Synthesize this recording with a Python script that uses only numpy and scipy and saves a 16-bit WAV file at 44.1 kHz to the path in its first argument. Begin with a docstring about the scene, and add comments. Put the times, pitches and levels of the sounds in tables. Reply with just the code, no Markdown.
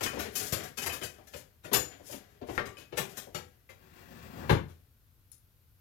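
"""Utensils knock, scrape and ring in a wooden kitchen drawer, which is then pushed shut against its stop.
Knocks: noisy contact forces on random short modes, split into bands by hardness. Rings: decaying sines.
Stirring and sliding: streams of stick-slip clicks, filtered. Slam: a filtered crack plus cabinet modes.
All of it passes through a small, hard room; the right port hears it later and duller, over self-noise."""
import sys
import numpy as np
from scipy import signal
from scipy.fft import rfft, irfft
from scipy.io import wavfile
from scipy.ndimage import uniform_filter1d

SR = 44100
rng = np.random.default_rng(int(sys.argv[2]) if len(sys.argv) > 2 else 0)


def generate_wav(sig):
    """Save sig (samples, or channels by samples) to the path in sys.argv[1] as 16-bit PCM at SR."""
    pcm = np.round(np.clip(np.atleast_2d(sig).T, -1, 1) * 32767).astype(np.int16)
    wavfile.write(sys.argv[1], SR, pcm)


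N = 256079
TAIL = SR // 2  # length of a blow or a reverberation [samples]
LEAD_S = .02  # lead-in before the first touch


# utensils hitting each other and the drawer; hardness far below 0 is a dull bump, above 0 a bright clash:
# (time [s], strength [dB], hardness [dB], chatter time [s])
KNOCKS = [(0.009, -38.5, -3, 0.0015), (0.030, -38.5, 4, 0.0046), (0.13, -45, -27, 0.002),
          (0.17, -41.5, -26, 0.00071), (0.189, -39, 0.5, 0.013), (0.253, -43.5, -8, 0.0044),
          (0.352, -50.5, 13, 0.0081), (0.523, -38.5, 4.5, 0.0052), (0.772, -44, 4.5, 0.0078),
          (0.818, -41.5, 2.5, 0.0085), (0.862, -39, 3, 0.0038), (0.922, -44, 3.5, 0.013),
          (1.015, -42.5, -5.5, 0.0017), (1.033, -46, 5, .004), (1.184, -57, -18.5, 0.00065),
          (1.271, -62.5, 4.5, 0.0026), (1.337, -45, -8, 0.0013), (1.639, -46, -4.5, 0.0081),
          (1.716, -36.5, -25, 0.0014), (1.731, -30, 4, 0.0077), (1.998, -57.5, -29.5, 0.0014),
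          (2.095, -52.5, -33, 0.0047), (2.124, -45.5, -12.5, 0.006), (2.415, -45.5, -31, 0.003),
          (2.487, -40.5, -24.5, 0.00073), (2.578, -37.5, -13.5, 0.0029), (2.656, -47, -3, 0.0043),
          (2.774, -53.5, -1, 0.015), (2.925, -43.5, -17.5, 0.0021), (2.973, -33, 0, 0.0045),
          (3.17, -48.5, 5.5, 0.0043), (3.269, -57.5, -47, .001), (3.346, -41.5, -2, 0.0056),
          (3.69, -55.5, -3, 0.0088), (4.498, -38.5, -5, .008), (4.68, -63, -1, 0.016),
          (5.32, -88.5, 19.5, .002)]
# drawer bottom thud, side wood, clack and tick of the pieces: (low edge [Hz], high edge [Hz])
KNOCK_BANDS = [(70, 250), (250, 900), (900, 3600), (4200, 19000)]
# a harder contact is shorter and moves energy up the same four bands:
# (offset [dB], gain per hardness [dB/dB])
HARDNESS_LAW = [(-5, -0.1), (2, -0.16), (3, 0.38), (1.5, 1.524)]
# colour of the utensils in the drawer: (frequency [Hz], gain [dB])
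CLATTER_COLOUR = [(29, -40.5), (50, -4), (81, -5), (337, -9), (398, -4.5), (439, -5), (601, -5.5),
                  (884, -13.5), (1660, -9.5), (3760, -11.5), (6390, -6.5), (6870, -5), (8540, -12.5),
                  (11700, -5), (16000, -11.5)]


def knocks():
    """Each knock shakes the drawer bottom, its sides and the pieces, in shares set by its hardness."""
    out = np.zeros((2, N))
    bands = [signal.butter(3, edges_hz, "band", fs=SR, output="sos") for edges_hz in KNOCK_BANDS]
    for time_s, strength_db, hardness_db, chatter_s in KNOCKS:
        struck = signal.fftconvolve(contact(chatter_s), piece())[:TAIL]
        blow = kitchen(colour(struck, CLATTER_COLOUR))
        for band, (offset_db, lean) in zip(bands, HARDNESS_LAW):
            band_db = strength_db + offset_db + lean * hardness_db
            add(out, time_s - LEAD_S, at_level(signal.sosfilt(band, blow), band_db))
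    return out


def contact(chatter_s):
    """Contact force: a faint noisy lead-in, the first touch, then bounces and slips; long is a scrape."""
    t = np.arange(TAIL) / SR - LEAD_S
    chatter_s = max(chatter_s, .001)
    after = np.maximum(t, 0)
    lead_in = .1 * np.exp(-abs(t) / .007)
    swell = (1 - np.exp(-3 * after / chatter_s)) * np.exp(-.8 * after / chatter_s)
    hits = rng.standard_normal(TAIL) * (rng.random(TAIL) < 1400 / SR)  # 1400 per second
    force = .6 * (lead_in + swell) * hits
    force[round(LEAD_S * SR)] = np.exp(-chatter_s / .006)  # first touch
    return force


# modes of the drawer box, shaken by every piece: (frequency [Hz], level [dB], t60 [s])
DRAWER_MODES = [(381, -4.5, 0.048), (414, 2, 0.13), (498, -6.5, 0.26), (613, -0.5, 0.12), (814, -8, 0.055),
                (798, 0, 0.22)]


def piece(count=170, drawer_db=-18):
    """Response of a random utensil: a dry click, its own short modes and the drawer box beneath."""
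    t = np.arange(TAIL // 5) / SR
    place, damping, size = rng.random((3, count, 1))
    hz = 900 + 14500 * place ** 1.5
    t60_s = .012 + .06 * damping
    partials = size * np.sqrt(place / t60_s) * amp(-60 * t / t60_s) * np.sin(2 * np.pi * hz * t)
    modes = np.sum(partials, 0)
    box = ring(DRAWER_MODES, vary_db=4)[:len(t)]
    body = .7 * modes / np.linalg.norm(modes) + amp(drawer_db) * box / np.linalg.norm(box)
    body[0] += 1  # click
    return body


# ringing pieces; _MODES: (frequency [Hz], level [dB], t60 [s]), _BLOWS: (time [s], level [dB])
STEEL_MODES = [(4120, -15, .16), (5520, -9, .18), (6990, -4.5, 0.35), (9000, -8.5, .15), (11700, -0.5, .17),
               (11922, 0.5, 0.22), (14620, -7, .14)]
STEEL_BLOWS = [(.524, -36), (1.733, -24), (2.975, -62)]
SPOON_MODES = [(1626, -9, .24), (2530, 0, .26), (3031, -4, .2), (5087, -11, .22), (6815, -12, .17),
               (8812, -11, .16)]
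SPOON_BLOWS = [(0.061, -34.5), (0.357, -42), (.784, -38), (0.897, -36.5), (1.025, -40.5), (2.77, -48.5),
               (2.976, -42.5)]
# a hollow cup
CUP_MODES = [(849, -19, 0.48), (1149, -3.5, 0.42), (1360, 7.5, 0.051), (1590, 8.5, 0.036),
             (1820, 9.5, 0.078), (2065, 3.5, 0.047), (2090, -21.5, 0.3)]
CUP_BLOWS = [(0.065, -34), (.872, -38), (2.579, -27)]
LADLE_MODES = [(850, -4.5, 0.16), (1307, -1.5, 0.093), (2210, -10.5, 0.1), (2850, -1.5, 0.065),
               (4480, -6, 0.12), (5880, -3, 0.048), (7140, -4.5, 0.095)]
LADLE_BLOWS = [(3.348, -37)]
HANDLE_MODES = [(2070, -0.88, 0.16), (2320, -1.1, 0.052)]
HANDLE_BLOWS = [(3.692, -52.5)]
TIP_MODES = [(4260, -9, 0.085), (5670, -11, .07), (7300, -9, .1), (9660, 7, 0.065), (11050, 13, 0.056),
             (12400, -6, .07)]
TIP_BLOWS = [(5.317, -51)]


def utensils(count=4, split_hz=22):
    """The harder pieces ring on after a blow; held loosely, their modes split and beat."""
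    out = np.zeros((2, N))
    pieces = [(STEEL_MODES, STEEL_BLOWS), (SPOON_MODES, SPOON_BLOWS), (CUP_MODES, CUP_BLOWS),
              (LADLE_MODES, LADLE_BLOWS), (HANDLE_MODES, HANDLE_BLOWS), (TIP_MODES, TIP_BLOWS)]
    for modes, blows in pieces:
        for time_s, blow_db in blows:
            ringing = 0
            for _ in range(count):
                split = [(hz + split_hz * rng.standard_normal(), db, t60_s) for hz, db, t60_s in modes]
                ringing = ringing + ring(split)
            add(out, time_s, at_level(ringing_in_room(ringing, wet_db=3), blow_db))
    return out


def ring(modes, vary_db=2):
    """Free vibration: decaying sines; the place of the blow shifts the balance of the modes."""
    t = np.arange(TAIL) / SR
    out = np.zeros(TAIL)
    for hz, db, t60_s in modes:
        start_db = db + vary_db * rng.standard_normal()
        out += amp(start_db - 60 * t / t60_s) * np.sin(2 * np.pi * hz * t)
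    return out


# the hand drags pieces over each other; hardness is the scratch against the rub:
# (start [s], length [s], strength [dB], hardness [dB])
STROKES = [(0.039, 0.27, -42.5, -11), (0.294, 0.24, -41.5, 10.5), (0.488, 0.23, -40.5, -3.5),
           (1.289, 0.14, -54.5, 6), (1.886, 0.067, -51.5, -34), (2.011, 0.19, -56, 12),
           (2.072, 0.41, -64.5, -11), (2.433, 0.19, -46, -3), (3, 0.28, -54.5, 0)]
# settling of the neighbours: peak against the knock, delay of that peak, scratch besides the hardness
SETTLE_DB, SETTLE_PEAK_S, SETTLE_SCRATCH_DB = -28, 0.09, -6


def stirring(count=6):
    """Strokes swell and fade and knocked pieces settle: a dull rub on wood, a scratch between pieces."""
    t = np.arange(N) / SR
    low = signal.butter(2, [80, 2800], "band", fs=SR, output="sos")
    high = signal.butter(2, 3200, "high", fs=SR, output="sos")
    wood = colour(friction(per_s=500, spread_db=1.5), CLATTER_COLOUR)
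    rub = evened(signal.sosfilt(low, wood))
    slips = sum(signal.oaconvolve(friction(per_s=66, spread_db=4.5), piece())[:N] for _ in range(count))
    scratch = evened(signal.sosfilt(high, colour(slips, CLATTER_COLOUR)))
    out = np.zeros(N)
    for start_s, length_s, db, hardness_db in STROKES:
        swell = np.sin(np.pi * np.clip((t - start_s) / length_s, 0, 1)) ** 2
        out += swell * amp(db) * (rub + amp(hardness_db) * scratch)
    for time_s, db, hardness_db, _ in KNOCKS:
        age = np.maximum(t - time_s, 0) / SETTLE_PEAK_S
        settle = age * np.exp(1 - age) * amp(db + SETTLE_DB)
        out += settle * (rub + amp(hardness_db + SETTLE_SCRATCH_DB) * scratch)
    return kitchen(out)


def friction(per_s, spread_db):
    """Stick and slip: a steady stream of clicks, a few of them large."""
    size = amp(spread_db * np.minimum(rng.exponential(1, N), 4))
    return evened(size * rng.choice([-1, 1], N) * (rng.random(N) < per_s / SR))


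# course of the drawer on its runners, before the offsets of rub and rumble: (time [s], level [dB])
SLIDE_COURSE = [(3.761, -85), (3.9, -62), (4.1, -49), (4.3, -46), (4.42, -41), (4.492, -43)]
# colour of the rubbing wood: (frequency [Hz], gain [dB])
RUNNER_COLOUR = [(25, -20), (75, -0.5), (200, -3), (300, -8.5), (700, -13.5), (900, -13), (1500, -12),
                 (2800, -17), (5000, -21), (7500, -24), (9000, -30.5), (15000, -21.5)]
# resonances of the runners: (frequency [Hz], width [Hz], gain [dB])
RUNNER_MODES = [(375, 90, -1), (700, 60, 0), (1110, 120, -5), (1652, 120, -6), (2487, 400, -7.5)]


def slide():
    """Wood rubs on wood with uneven grip; the runners resonate and the box rumbles more with speed."""
    times_s, db = np.transpose(SLIDE_COURSE)
    rub = colour(friction(per_s=520, spread_db=2.5), RUNNER_COLOUR)
    resonances = sum(amp(gain_db) * signal.lfilter(*signal.iirpeak(hz, hz / width_hz, SR), rub)
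                     for hz, width_hz, gain_db in RUNNER_MODES)
    low = signal.butter(2, [60, 1000], "band", fs=SR, output="sos")
    rumble = signal.sosfilt(low, colour(friction(per_s=170, spread_db=1), RUNNER_COLOUR))
    grip_db = 1.8 * evened(uniform_filter1d(rng.standard_normal(N), 300))
    # rub grows slowly with speed, rumble quickly
    speed_db = db - db.max()
    rub_db = db - 6 - 0.64 * speed_db
    rumble_db = db + 3 + 1.3 * speed_db
    sound = evened(rub + resonances) * level(times_s, rub_db) + evened(rumble) * level(times_s, rumble_db)
    return kitchen(sound * amp(grip_db))


# the drawer jolts in its frame, twice during the search, then as it meets its stop and rebounds:
# (time [s], crack [dB], cabinet boom [dB], chatter time [s])
SLAM_JOLTS = [(0.526, -46, -32, 0.00088), (3.349, -68, -43.5, 0.032), (4.495, -19.5, -37.5, 0.0026),
              (4.511, -34, -20, 0.004), (4.529, -43.5, -21, 0.005), (4.564, -55, -43, .016),
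              (4.679, -75, -61, 0.016)]
# colour of the front on the frame: (frequency [Hz], gain [dB])
CRACK_COLOUR = [(60, -18.5), (200, 0.5), (420, 2), (560, 4.5), (780, 5), (1000, -2), (1400, -1.5),
                (2600, -8), (4000, -14.5), (6500, -26), (8500, -43), (11000, -23.5), (16000, -41)]
# cabinet panels: (frequency [Hz], level [dB], t60 [s])
CABINET_MODES = [(66, -27, 0.25), (86, -14, 0.53), (112, -9, 0.16), (141, 2, 0.12), (157, 2.5, 0.11),
                 (195, -6.5, .14), (241, -15.5, 0.34), (335, -6, 0.2), (428.8, -3, 0.18)]


def slam(lowest_hz=62):
    """The front cracks on the frame and the cabinet booms; a longer contact excites high modes less."""
    out = np.zeros((2, N))
    for time_s, crack_db, boom_db, chatter_s in SLAM_JOLTS:
        modes = [(hz, db - 20 * np.log10(1 + (hz * chatter_s) ** 2), t60_s)
                 for hz, db, t60_s in CABINET_MODES]
        crack = kitchen(colour(contact(chatter_s), CRACK_COLOUR))
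        boom = ringing_in_room(ring(modes, vary_db=2.5), wet_db=-8.5)
        add(out, time_s - LEAD_S, at_level(crack, crack_db))
        add(out, time_s, at_level(boom, boom_db))
    # the boom carries little below its lowest mode
    return signal.sosfilt(signal.butter(4, lowest_hz, "high", fs=SR, output="sos"), out)


# reverberation: (frequency [Hz], t60 [s])
ROOM_T60 = [(80, 0.43), (260, 0.34), (700, 0.28), (1800, 0.28), (5000, 0.26), (13000, 0.22)]


def kitchen(x, direct_db=-10.5):
    """Room path: weak direct sound, reflections that build up, then a tail that dies by band."""
    hz, t, z = signal.stft(port_noise(TAIL), SR, nperseg=256)
    decay = amp(-60 * t / read(ROOM_T60, hz)[:, None])
    tail = signal.istft(z * decay, SR, nperseg=256)[1]
    age_s = np.arange(tail.shape[1]) / SR
    tail *= (1 - np.exp(-age_s / 0.0023)) * (1 + .5 * np.exp(-age_s / .009))
    tail /= np.linalg.norm(tail[0])
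    tail[:, 0] += amp(direct_db)  # against the tail's energy
    return signal.oaconvolve(x[None], tail, axes=1)[:, :len(x)]


def ringing_in_room(x, wet_db):
    """A sustained ring, heard directly and by way of the room."""
    return x + amp(wet_db) * kitchen(x)


# how alike the noise is at the two ports: (frequency [Hz], coherence [0-1])
PORT_COHERENCE = [(60, 0.69), (200, 0.97), (500, 0.8), (1000, 0.12), (3000, 0.13), (14000, .2)]


def port_noise(n):
    """Noise at two ports, more alike in the bass than in the treble."""
    left, other = rfft(rng.standard_normal((2, n)))
    same = np.clip(read(PORT_COHERENCE, np.fft.rfftfreq(n, 1 / SR)), 0, 1)
    return irfft(np.array([left, same * left + np.sqrt(1 - same ** 2) * other]), n)


# colour of the recorder's self-noise: (frequency [Hz], gain [dB])
SELF_NOISE_COLOUR = [(15, -37.5), (25, -9.5), (92, 1), (127, -6.5), (175, -16.5), (624, -28.5), (734, -31),
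                     (962, -29), (1400, -28.5), (1520, -27), (1740, -31), (4370, -32), (8590, -37),
                     (13600, -24.5), (16000, -37)]


def self_noise(level_db=-63, right_db=-3):
    """Low rumble and faint hiss of the recorder: coloured noise, softer on the right."""
    return amp(level_db) * evened(colour(port_noise(N), SELF_NOISE_COLOUR)) * amp([[0], [right_db]])


def amp(db):
    """Decibels to gain."""
    return 10 ** (np.asarray(db) / 20)


def read(points, hz):
    """Reads a (frequency [Hz], value) table on a log-frequency axis."""
    f, value = np.transpose(points)
    return np.interp(np.log(hz + 1), np.log(f + 1), value)


def evened(x):
    """Scales to rms 1."""
    return x / np.sqrt(np.mean(x ** 2) + 1e-20)


def at_level(x, db):
    """Gives a blow the energy that 40 ms at this level would have, at the left port."""
    return x * amp(db) * np.sqrt(.04 * SR / (np.sum(x[0] ** 2) + 1e-20))


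def add(mix, time_s, sound):
    """Mixes a stereo sound in at a time, cut to fit."""
    start = round(time_s * SR)
    sound = sound[:, max(-start, 0):]
    part = mix[:, max(start, 0):][:, :sound.shape[1]]
    part += sound[:, :part.shape[1]]


def colour(x, points, size=4096):
    """Causal minimum-phase filter of a (frequency [Hz], gain [dB]) shape."""
    log_gain = np.log(amp(read(points, abs(np.fft.fftfreq(size, 1 / SR)))))
    taps = np.fft.ifft(np.exp(np.conj(signal.hilbert(log_gain)))).real[:size // 2]
    taps = taps.reshape((1,) * (x.ndim - 1) + (-1,))
    return signal.oaconvolve(x, taps, axes=-1)[..., :x.shape[-1]]


def level(times_s, db, fade_s=0.018):
    """Gain along a level curve, faded to -120 dB outside it."""
    knots_s = np.r_[times_s[0] - fade_s, times_s, times_s[-1] + fade_s]
    return amp(np.interp(np.arange(N) / SR, knots_s, np.r_[-120, db, -120]))


# shading of the right port: (frequency [Hz], gain [dB])
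SHADE_COLOUR = [(60, -6.5), (110, -2), (200, -7), (380, -10.5), (1200, -12), (2400, -15.5), (4400, -28.5),
                (8000, -21.5), (15000, -21.5)]


def scene(right_lag_s=.00033):
    """The drawer, first and clear on the left, later and dull on the right, over the noise floor."""
    left, right = knocks() + utensils() + stirring() + slide() + slam()
    lag = np.exp(-2j * np.pi * np.fft.rfftfreq(N, 1 / SR) * right_lag_s)
    right = irfft(rfft(right) * lag, N)
    return np.array([left, colour(right, SHADE_COLOUR)]) + self_noise()


def record(dry, edge_hz=16000):
    """Band limit: a linear-phase low-pass."""
    taps = signal.firwin(511, edge_hz, window=("kaiser", 9), fs=SR)
    return signal.oaconvolve(dry, taps[None], "same")


dry = scene()
out = record(dry)
generate_wav(out)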